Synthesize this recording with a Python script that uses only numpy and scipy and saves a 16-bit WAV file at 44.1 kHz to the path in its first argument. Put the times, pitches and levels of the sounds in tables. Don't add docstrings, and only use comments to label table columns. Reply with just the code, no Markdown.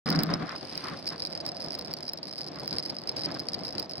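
import sys
import numpy as np
from scipy import signal
from scipy.fft import rfft, irfft
from scipy.io import wavfile

SR = 44100
rng = np.random.default_rng(int(sys.argv[2]) if len(sys.argv) > 2 else 0)


def log_audio(samples):
    frames = np.atleast_2d(samples).T
    limited = np.clip(frames, -1, 1)
    pcm = np.round(limited * 32767).astype(np.int16)
    wavfile.write(sys.argv[1], SR, pcm)


N = 176400


def amp(db):
    return 10 ** (np.asarray(db) / 20)


def unit_rms(x):
    return x / np.sqrt(np.mean(x ** 2) + 1e-20)


def at_hz(points, hz):
    f, value = np.transpose(points)
    return np.interp(np.log(hz + 1), np.log(f + 1), value)


def curve(points):
    return np.interp(np.arange(N) / SR, *np.transpose(points))


def add(mix, start_s, sound):
    part = mix[:, max(round(start_s * SR), 0):][:, :sound.shape[1]]
    part += sound[:, :part.shape[1]]


def pan(db):
    return amp([[db / 2], [-db / 2]])


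def coloured(x, spectrum):
    size = x.shape[-1]
    gain = amp(at_hz(spectrum, np.fft.rfftfreq(size, 1 / SR)))
    return unit_rms(irfft(rfft(x) * gain, size))


def wander(cutoff_hz, channels=1):
    hz = np.fft.rfftfreq(N, 1 / SR)
    white = rfft(rng.standard_normal((channels, N)))
    return unit_rms(irfft(white * (hz > 3) / (1 + (hz / cutoff_hz) ** 4), N))


def port_noise(spectrum):
    # (frequency [Hz], correlation [0-1])
    likeness = [(25,0.8),(60,0.1),(155,0.92),(300,0.62),(600,0.41),(1500,0.5),(3000,0.68),(5000,0)]
    left, other = rfft(rng.standard_normal((2, N)))
    same = at_hz(likeness, np.fft.rfftfreq(N, 1 / SR))
    right = same * left + np.sqrt(1 - same ** 2) * other
    return coloured(irfft(np.array([left, right]), N), spectrum)


def airflow(spectrum, eddy_db, eddy_hz, port_db):
    eddies = amp(eddy_db * wander(eddy_hz) + port_db * wander(2 * eddy_hz, channels=2))
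    return unit_rms(port_noise(spectrum) * eddies)


def headwind():
    # (frequency [Hz], density [dB])
    spectrum = [(25,-23.5),(60,-10),(110,-3),(165,3),(225,-0.5),(280,3),(370,0),(430,-4),(490,0.5),(750,-4),(1000,-9.5),(1400,-14.5),(2100,-18.5),(2800,-23),(4500,-18.5),(7000,-39),(16000,-75)]
    # (time [s], level [dB])
    levels = [(.35,-48.5),(.55,-43.5),(1.05,-44),(1.45,-42.5),(1.9,-41.5),(2.0,-45.5),(2.3,-47),(2.55,-43),(2.73,-41),(2.98,-44),(3.17,-40.5),(3.26,-38),(3.37,-38),(3.44,-44.5),(3.6,-39.5),(3.72,-43.5),(3.79,-37.5),(3.88,-46.5),(4,-42)]
    return airflow(spectrum, eddy_db=1.4, eddy_hz=19, port_db=1.4) * amp(curve(levels))


def gusts():
    # (peak time [s], nominal half width [s], relative thump [dB], relative hiss [dB])
    events = [(0.103,0.051,-25,-35.5),(0.197,0.06,-25.5,-39),(0.323,0.039,-25,-37.5),(0.427,0.033,-29,-39.5),(0.512,0.037,-71,-39.5),(0.869,0.035,-68,-41.5),(0.923,0.028,-36.5,-42),(1.133,0.024,-46.5,-44),(2.574,0.032,-46.5,-49.5),(2.738,0.024,-37,-50.5),(3.297,0.017,-39,-46),(3.367,0.0063,-46,-41.5)]
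    # (frequency [Hz], density [dB])
    thump_spectrum = [(25,-26),(65,-16),(105,-20.5),(140,-6),(162,7),(190,-6),(215,-3),(240,-5.5),(285,-2.5),(400,-14.5),(750,-13.5),(1000,-36),(3000,-87)]
    # (frequency [Hz], density [dB])
    hiss_spectrum = [(300,-20),(880,-1),(1080,8.5),(1500,4),(2100,-1),(2700,-10.5),(4000,-9),(5000,-15),(6500,-27),(9000,-50),(16000,-72)]
    peak_s, half_s, thump_db, hiss_db = np.transpose(events)[:, :, None]
    swell = np.exp(-((np.arange(N) / SR - peak_s) / half_s) ** 2 / 1.4)
    thump_gain = np.linalg.norm(swell * amp(thump_db - 1.5), axis=0)
    hiss_gain = np.linalg.norm(swell * amp(hiss_db + 1.5), axis=0)
    thump = port_noise(thump_spectrum) * thump_gain
    hiss = airflow(hiss_spectrum, eddy_db=1.2, eddy_hz=59.5, port_db=3) * hiss_gain
    return thump + hiss * pan(db=3)


def crunch(t, spectrum):
    peak_s, fizz_s, fizz_db = .0006, .002, -16
    u = t / peak_s
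    impact = (u * np.exp(1 - u)) ** 2
    fizz = amp(fizz_db) * np.exp(-t / fizz_s) * (1 - np.exp(-u ** 2))
    noise = coloured(rng.standard_normal((2, len(t))), spectrum)
    return unit_rms(noise * (impact + fizz))


def mount_click(crunch_db):
    # (frequency [Hz], t60 [s], left weight [dB], right weight [dB], right lead [rad])
    modes = [(3870,0.038,-11,-29,0.47),(4246,0.049,-12,-4.5,1.27),(4757,0.013,0,-4,2.54),(5004,0.04,2.5,10,2.22),(5366,0.025,-9,-8.5,0.95)]
    # (frequency [Hz], density [dB])
    contact = [(300,-18),(2100,9.5),(3000,1.5),(5000,11),(6300,-1),(7200,-4),(8300,-0.5),(9400,4),(10200,-9.5),(11300,2.5),(12700,-16.5),(15000,-14),(16500,-17)]
    rise_s, strike_s, tail_db = .001, .0019, -13
    detune_spread, mode_spread_db, lead_spread_rad = .022, 2, .48
    t = np.arange(1100) / SR
    hz, t60_s, left_db, right_db, lead_rad = np.transpose(modes)[:, :, None]
    detune, strength, scatter = rng.standard_normal((3, len(modes), 1))
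    phase = 2 * np.pi * (hz * (1 + detune_spread * detune) * t + rng.random((len(modes), 1)))
    rise = 1 - np.exp(-(t / rise_s) ** 2)
    strike = rise * (np.exp(-(t / strike_s) ** 2) + amp(tail_db))
    envelope = amp(mode_spread_db * strength - 60 * t / t60_s) * strike
    left = (envelope * amp(left_db) * np.sin(phase)).sum(0)
    right = (envelope * amp(right_db) * np.sin(phase + lead_rad + lead_spread_rad * scatter)).sum(0)
    ring = np.array([unit_rms(left), unit_rms(right)])
    click = ring + amp(crunch_db) * crunch(t, contact)
    return click * pan(db=rng.normal(-1.5, 2.5))


def mount_chatter():
    # (time [s], relative level [dB])
    shake = [(.1,-32),(.37,-55),(.52,-39.5),(.64,-45.5),(.85,-42.5),(.98,-50),(1.08,-35),(1.15,-48),(1.25,-41.5),(1.9,-41.5),(2.0,-42.5),(2.33,-43.5),(2.6,-42.5),(2.82,-41.5),(3.02,-45.5),(3.25,-35.5),(3.44,-49),(3.55,-40),(4,-40.5)]
    ticks_per_s, spread_db, cluster_hz, cluster_db = 170, 6.5, 45, 3
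    clusters = np.minimum(wander(cluster_hz)[0], 1)
    level_db = curve(shake) - 10 + cluster_db * clusters
    out = np.zeros((2, N))
    for sample in rng.integers(0, N, int(ticks_per_s * N / SR)):
        force = min(rng.standard_normal(), 1)
        tick = mount_click(crunch_db=-15 + 3 * force)
        add(out, sample / SR, tick * amp(level_db[sample] + spread_db * force))
    return out


def mount_knocks():
    # (time [s], relative level [dB])
    knocks = [(0.088, -23), (0.1021, -18), (0.1255, -24), (0.1897, -18), (0.2346, -20.5), (0.338, -16.5),
              (0.4932, -29.5), (0.5611, -27), (0.7002, -33.5), (0.7536, -31), (0.7763, -21.5),
              (0.8432, -28.5), (0.8835, -28), (1.0673, -26.5), (1.0772, -33), (1.0889, -23),
              (1.2019, -24.5), (1.2209, -21.5), (1.2508, -22), (1.2709, -25), (1.3267, -27), (1.3507, -23),
              (1.3759, -28.5), (1.4632, -22.5), (1.489, -23), (1.5676, -28), (1.6447, -27), (1.6841, -28),
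              (1.7061, -27), (1.7919, -25.5), (1.915, -30), (1.9375, -21), (2.0477, -45), (2.0801, -27),
              (2.0904, -24), (2.134, -24), (2.2303, -25), (2.2832, -31.5), (2.309, -33.5), (2.3573, -31.5),
              (2.4079, -26), (2.4145, -25), (2.4735, -33), (2.4847, -30), (2.5581, -31), (2.6773, -20.5),
              (2.7082, -24.5), (2.7278, -21), (2.7679, -25), (2.7836, -17), (2.794, -26), (2.826, -27.5),
              (2.8521, -26.5), (2.8599, -24.5), (2.8954, -27), (2.8989, -23), (2.9662, -25),
              (2.9851, -25.5), (3.0733, -23), (3.0919, -16.5), (3.1712, -48), (3.2171, -36),
              (3.2345, -23.5), (3.2583, -21.5), (3.3941, -23.5), (3.4001, -22), (3.4854, -19),
              (3.5193, -34), (3.5331, -24), (3.5429, -21), (3.5469, -22), (3.5903, -31.5), (3.6511, -25.5),
              (3.6684, -27.5), (3.6891, -27.5), (3.7811, -20), (3.7971, -19.5), (3.8265, -26.5),
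              (3.895, -29), (3.9345, -27)]
    out = np.zeros((2, N))
    for time_s, level_db in knocks:
        add(out, time_s, mount_click(crunch_db=-13.5) * amp(level_db - 14))
    return out


def case_snaps():
    # (time [s], relative level [dB])
    snaps = [(0.1017, -26), (0.2339, -16.5), (0.774, -35), (1.465, -37), (1.7897, -33), (1.936, -33),
             (2.1335, -29.5), (2.676, -34), (3.399, -38), (3.7982, -30)]
    # (frequency [Hz], density [dB])
    spectrum = [(1000,-11),(5000,-9),(7500,-20),(10000,-7),(12500,-15),(14400,1),(16200,-3),(17000,-15)]
    t = np.arange(600) / SR
    out = np.zeros((2, N))
    for time_s, level_db in snaps:
        add(out, time_s, crunch(t, spectrum) * amp(level_db - 17) * pan(db=-9))
    return out


def van():
    # (frequency [Hz], density [dB])
    spectrum = [(80,-7),(200,-11),(1200,-2.5),(2500,-2.5),(3500,-5),(4900,1),(6000,-10.5),(7500,-35),(8900,-11),(11000,-35),(17000,-49)]
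    pass_s, closing_m_per_s, gap_m, peak_db = .796, 29.7, 2.8, -46.5
    distance_m = np.hypot(gap_m, closing_m_per_s * (np.arange(N) / SR - pass_s))
    return port_noise(spectrum) * amp(peak_db) * gap_m / distance_m


def bicycle_tyres():
    # (frequency [Hz], density [dB])
    spectrum = [(380,-35),(540,-8),(640,0),(710,-3),(900,-30),(3000,-100)]
    # (time [s], level [dB])
    levels = [(1.1,-57),(1.45,-45.5),(1.9,-52),(2.3,-58),(3.7,-53.5)]
    return port_noise(spectrum) * amp(curve(levels))


def scene():
    return headwind() + gusts() + mount_chatter() + mount_knocks() + case_snaps() + van() + bicycle_tyres()


def record(dry):
    start_s, ramp_s, cutoff_hz = .058, .002, 16500
    gate = np.clip((np.arange(N) / SR - start_s) / ramp_s, 0, 1)
    lowpass = signal.firwin(255, cutoff_hz, window=("kaiser", 9), fs=SR)
    return signal.oaconvolve(dry * gate, lowpass[None], "same")


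dry = scene()
out = record(dry)
log_audio(out)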